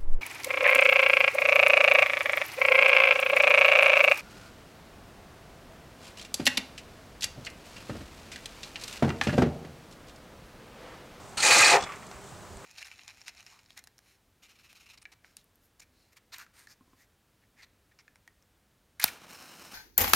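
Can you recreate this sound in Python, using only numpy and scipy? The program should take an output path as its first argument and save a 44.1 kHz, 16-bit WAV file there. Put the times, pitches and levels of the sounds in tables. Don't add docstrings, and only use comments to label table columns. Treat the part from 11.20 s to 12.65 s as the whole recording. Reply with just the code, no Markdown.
import sys
import numpy as np
from scipy import signal
from scipy.fft import rfft, irfft, next_fast_len
from scipy.io import wavfile
from scipy.ndimage import uniform_filter1d, minimum_filter1d, map_coordinates

SR = 44100
rng = np.random.default_rng(int(sys.argv[2]) if len(sys.argv) > 2 else 0)


def file_out(sig):
    cols = np.atleast_2d(sig).T
    lim = np.clip(cols, -1, 1)
    pcm = np.round(lim * 32767).astype(np.int16)
    wavfile.write(sys.argv[1], SR, pcm)


N = 63945

# (frequency [Hz], level [dB])
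AIR_TONE = [(40, -12), (800, -1.5), (1200, -4), (2500, -14), (5500, -17), (7800, -14.5), (11000, -27),
            (15500, -29.5)]
# (frequency [Hz], width [Hz], level [dB])
WHIRR_MODES = [(196, 38, -3.5), (401.3, 15.5, 1), (610, 9.1, -0.5)]
# (frequency [Hz], level [dB])
RUMBLE_TONE = [(20, -30), (50, -10.5), (160, -5), (600, -46)]
# (time [s], level [dB], pitch [Hz])
THUMPS = [(0.305, -34.5, 124), (0.393, -33.5, 114), (0.949, -39, 62), (1.134, -38, 84), (1.193, -44.5, 104),
          (1.306, -36.5, 86.6), (1.354, -36.5, 56)]
# (frequency [Hz], time to fade by 60 dB [s])
ECHO_FADE = [(2000, 0.068), (7000, 0.39), (12000, 0.01)]
# (frequency [Hz], left minus right [dB])
BALANCE = [(200, -8.5), (550, 2.5), (1200, -0.5)]

# (time [s], level [dB])
SWISH_LEVEL = [(.9, -70), (1.1, -58.5), (1.42, -86)]
# (time [s], level [dB])
CORD_TICKS = [(.093, -41), (.759, -39), (.867, -36.5), (1.041, -41), (1.37, -40)]
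# (frequency [Hz], level [dB])
CORD_TONE = [(5500, -10), (7700, 2), (15000, -37)]
# (time [s], level [dB], fade time [s])
SCUFFS = [(.608, -30, .005), (.623, -28.5, 0.0056), (.637, -28.5, 0.0059), (.72, -40.5, 0.006),
          (.913, -33.5, 0.0026)]
# (frequency [Hz], level [dB])
SCUFF_TONE = [(1200, 10.5), (8300, 5), (15000, -65)]
# (time [s], level [dB], fade time [s])
RATTLES = [(.6, -41, 0.07), (.662, -36.5, 0.012), (.689, -41, 0.036), (.72, -45.5, 0.033),
           (.824, -43.5, 0.01), (.913, -51, 0.064), (1.27, -52, 0.0063), (1.44, -48.5, 0.029)]
# (frequency [Hz], level [dB])
RATTLE_TONE = [(200, -26), (1200, -7.5), (2300, -4), (4000, -26), (12000, -58)]
# (frequency [Hz], width [Hz], level [dB])
FRAME_MODES = [(1160, 130, 0), (1550, 130, -4), (3400, 130, -10)]

# (time [s], level [dB], fade time [s])
GRAZES = [(.169, -24, 0.034), (.201, -17, 0.0056)]
# (frequency [Hz], level [dB])
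GRAZE_TONE = [(150, -9), (2500, -3), (3200, -5), (8600, -1.5), (10500, -15), (15500, -25)]
# (frequency [Hz], width [Hz], level [dB])
TOOL_MODES = [(803, 26, -4), (1346, 78, 1.5), (2560, 120, -7.5), (4350, 105, 4.5)]
# (time [s], level [dB], pitch [Hz])
SINGING_NOTES = [(0.322, -17, 4480), (0.414, -18, 1245), (0.447, -25.5, 844), (.607, -42, 3400),
                 (.639, -40.5, 3450), (0.701, -37, 1160)]
# (frequency [Hz], width [Hz], level [dB])
MANDREL_MODES = [(408, 35, -5), (490, 45, -2), (704, 35, -2), (780, 40, -2), (858, 45, 0), (990, 55, -4),
                 (1820, 50, -9)]
# (frequency [Hz], level [dB])
JUDDER_TONE = [(30, -34), (200, -10.5), (310, -17.5), (400, 7.5), (520, 8), (630, -4), (1020, 4),
               (1150, 2.5), (2200, -10.5), (15000, -38.5)]
# (time [s], peak level [dB])
CATCHES = [(.5515, -10.5), (.5585, -11.5), (0.5707, -10)]
# (time [s], level [dB])
TEAR_LEVEL = [(.222, -71), (.238, -32), (.32, -26), (.37, -57), (.41, -30), (.49, -30.5), (.535, -18),
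              (.568, -21), (.61, -37), (.68, -54)]

# (time [s], speed [share of full speed])
BOWL_SPEED = [(.17, 1), (.3, 1.0), (.42, 0.84), (.5, 0.82), (.54, 0.42), (.575, 0.29)]
# (time [s], level [dB])
EDGE_PRESSURE = [(.215, -39), (.227, -24), (.262, -21), (.302, -22), (.312, -17), (.385, -16.5),
                 (.49, -19.5), (.53, -18.5), (.566, -21.5), (.572, -34.5), (.61, -41)]
# (time [s], level [dB], fade time [s])
CHIPS = [(.2265, -27, 0.0013), (.307, -17, 0.0047)]
# (frequency [Hz], level [dB])
SHAVE_TONE = [(40, -57), (280, -14), (520, -8), (1450, -6), (2450, 0.5), (3200, -8), (4400, -5), (4900, -6),
              (7000, -3), (8700, -6), (10300, -16.5), (13000, -26.5), (15500, -36)]
# (frequency [Hz], width [Hz], level [dB])
BOWL_MODES = [(542, 94, -11), (842, 37, -5), (1213, 53, -2.5), (1627, 22, -1.5), (1808, 19.4, 2),
              (2044, 69, -3), (2430, 33.5, 4.5), (2539, 41, 2), (4003, 120, -6), (4526, 126, -5.5)]
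# (time [s], level [dB])
BOWL_RING_LEVEL = [(.25, -3.5), (.35, -3.5), (.48, 1), (.56, -7)]

FIBRES_PER_S, CONTACTS_PER_S = 7000, 4300


def amp(db):
    return 10 ** (np.asarray(db) / 20)


def unit(x):
    return x / np.sqrt(np.mean(x ** 2) + 1e-20)


def along(points, hz):
    freqs, values = np.transpose(points)
    return np.interp(np.log(hz + 1), np.log(freqs + 1), values)


def curve(rows, outside=None):
    return np.interp(np.arange(N) / SR, *np.transpose(rows), left=outside, right=outside)


def wobble(rate):
    return map_coordinates(rng.standard_normal(N // 8), [np.arange(N) * rate / SR], mode="wrap")


def filtered(x, response):
    size = 2 * next_fast_len(N)
    return irfft(rfft(x, size) * response(np.fft.rfftfreq(size, 1 / SR)), size)[..., :N]


def colour(x, tone):
    def response(hz):
        cepstrum = irfft(np.log(amp(along(tone, hz))))
        half = len(cepstrum) // 2
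        cepstrum[1:half] *= 2
        cepstrum[half + 1:] = 0
        return np.exp(rfft(cepstrum))
    return unit(filtered(x, response))


def ring(x, modes):
    def response(hz):
        return sum((-1) ** k * amp(db) * 1j * hz * width / (pitch ** 2 - hz ** 2 + 1j * hz * width)
                   for k, (pitch, width, db) in enumerate(modes))
    return unit(filtered(x, response))


def snaps(rate, scatter_db=2.5):
    chance = np.clip(rate / SR, 1e-4, 1)
    sizes = amp(scatter_db * np.clip(rng.standard_normal(N), -2, 2)) * rng.choice([-1, 1], N)
    return unit((rng.random(N) < chance) * sizes / np.sqrt(chance))


def bursts(rows, rise_s=0.00088):
    loudness = np.zeros(N)
    for start, db, fade_s in rows:
        age = np.maximum(np.arange(N) / SR - start, 0)
        loudness += amp(db) * (1 - np.exp(-age / rise_s)) * np.exp(-age / fade_s)
    return loudness


def outdoor_air(level_db=-49, spread_db=-17):
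    mid, side = colour(rng.standard_normal((2, N)), AIR_TONE)
    side = side * amp(spread_db)
    return amp(level_db) * np.array([mid + side, mid - side])


def spindle_whirr(level_db=-55):
    return amp(level_db) * ring(rng.standard_normal(N), WHIRR_MODES)


def treadle(rumble_db=-56.5, spread_db=-8.5, pan_db=3):
    t = np.arange(N) / SR
    mid, side = amp(rumble_db) * colour(rng.standard_normal((2, N)), RUMBLE_TONE)
    for start, db, hz in THUMPS:
        swell = 2 * bursts([(start, db, 0.013)], rise_s=0.014)
        mid = mid + swell * np.sin(2 * np.pi * hz * (t - start))
    side = side * amp(spread_db)
    return np.array([mid + side, mid - side]) * amp([[-pan_db], [pan_db]])


def short_echo(x, level_db=-20):
    hz, t, noise = signal.stft(rng.standard_normal((2, SR // 2)), SR, nperseg=256)
    fade = amp(-60 * t / along(ECHO_FADE, hz)[:, None])
    tail = signal.istft(noise * fade, SR, nperseg=256)[1]
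    return amp(level_db) * signal.fftconvolve(x[None], tail / np.linalg.norm(tail[0]), axes=1)[:, :N]


def cord(tick_s=0.0018, flutter_db=1.8):
    ticks = bursts([(start, db, tick_s) for start, db in CORD_TICKS])
    contacts = snaps(CONTACTS_PER_S)
    swish = amp(curve(SWISH_LEVEL, outside=-120) + flutter_db * wobble(rate=19.3))
    friction = contacts * (swish + ticks)
    return friction.std() * colour(friction, CORD_TONE)


def scuffs():
    friction = snaps(CONTACTS_PER_S) * bursts(SCUFFS)
    return friction.std() * colour(friction, SCUFF_TONE)


def rattles(ring_db=-3.5):
    force = snaps(CONTACTS_PER_S) * bursts(RATTLES)
    return force.std() * unit(colour(force, RATTLE_TONE) + amp(ring_db) * ring(force, FRAME_MODES))


def graze():
    force = snaps(FIBRES_PER_S) * bursts(GRAZES, rise_s=0.0069)
    return force.std() * unit(colour(force, GRAZE_TONE) + ring(force, TOOL_MODES))


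def singing_notes(half_length_s=0.012, waver_radians=0.91):
    t = np.arange(N) / SR
    sound = np.zeros(N)
    for middle, db, hz in SINGING_NOTES:
        swell = amp(db) * np.exp(-((t - middle) / half_length_s) ** 2)
        sound += swell * np.sin(2 * np.pi * hz * t + waver_radians * wobble(rate=213.2))
    return sound


def mandrel_ring(force, top_hz=2660):
    return unit(filtered(ring(force, MANDREL_MODES), lambda hz: 1 / (1 + 1j * hz / top_hz) ** 2))


def catches(ring_db=-10):
    tap = signal.unit_impulse(N)
    knock = colour(tap, JUDDER_TONE) + amp(ring_db) * mandrel_ring(tap)
    knock = knock / np.abs(knock).max()
    return sum(amp(db) * np.pad(knock, (round(start * SR), 0))[:N] for start, db in CATCHES)


def judder(ring_db=1):
    force = snaps(rate=1100, scatter_db=2) * amp(curve(TEAR_LEVEL, outside=-120))
    return force.std() * unit(colour(force, JUDDER_TONE) + amp(ring_db) * mandrel_ring(force))


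def cut(hiss_db=-0.5, dull_hz=2740, dull_power=0.68, grain_db=2):
    speed = curve(BOWL_SPEED)
    pressure = amp(curve(EDGE_PRESSURE, outside=-120)) + bursts(CHIPS)
    crackle = snaps(FIBRES_PER_S * speed) * pressure
    push = snaps(FIBRES_PER_S * speed) * pressure * amp(curve(BOWL_RING_LEVEL))
    hiss = amp(hiss_db) * crackle.std() * colour(crackle, SHAVE_TONE)
    ringing = push.std() * ring(push, BOWL_MODES)
    hz, t, spectrum = signal.stft(hiss + ringing, SR, nperseg=128)
    octaves_above = np.log2(1 + (hz[:, None] / dull_hz) ** 2) / 2
    dulling = np.interp(t, np.arange(N) / SR, speed) ** (dull_power * octaves_above)
    grain = uniform_filter1d(rng.standard_normal(spectrum.shape), size=4, axis=0)
    grain = unit(uniform_filter1d(grain, size=7, axis=1))
    return signal.istft(spectrum * dulling * amp(grain_db * grain), SR, nperseg=128)[1][:N]


def scene():
    def ear_gains(hz):
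        lean_db = along(BALANCE, hz) / 2
        return amp([lean_db, -lean_db])
    lathe = graze() + cut() + singing_notes() + judder() + catches() + scuffs() + rattles() + cord()
    return filtered(lathe, ear_gains) + short_echo(lathe) + treadle() + outdoor_air() + spindle_whirr()


def record(dry, ceiling_db=-6.5, hold_s=0.0041, top_hz=15800):
    hold = round(hold_s * SR)
    needed = np.minimum(1, amp(ceiling_db) / (np.abs(dry).max(axis=0) + 1e-9))
    gain = uniform_filter1d(minimum_filter1d(needed, hold), hold)
    return filtered(dry * gain, lambda hz: hz < top_hz)


dry = scene()
out = record(dry)
file_out(out)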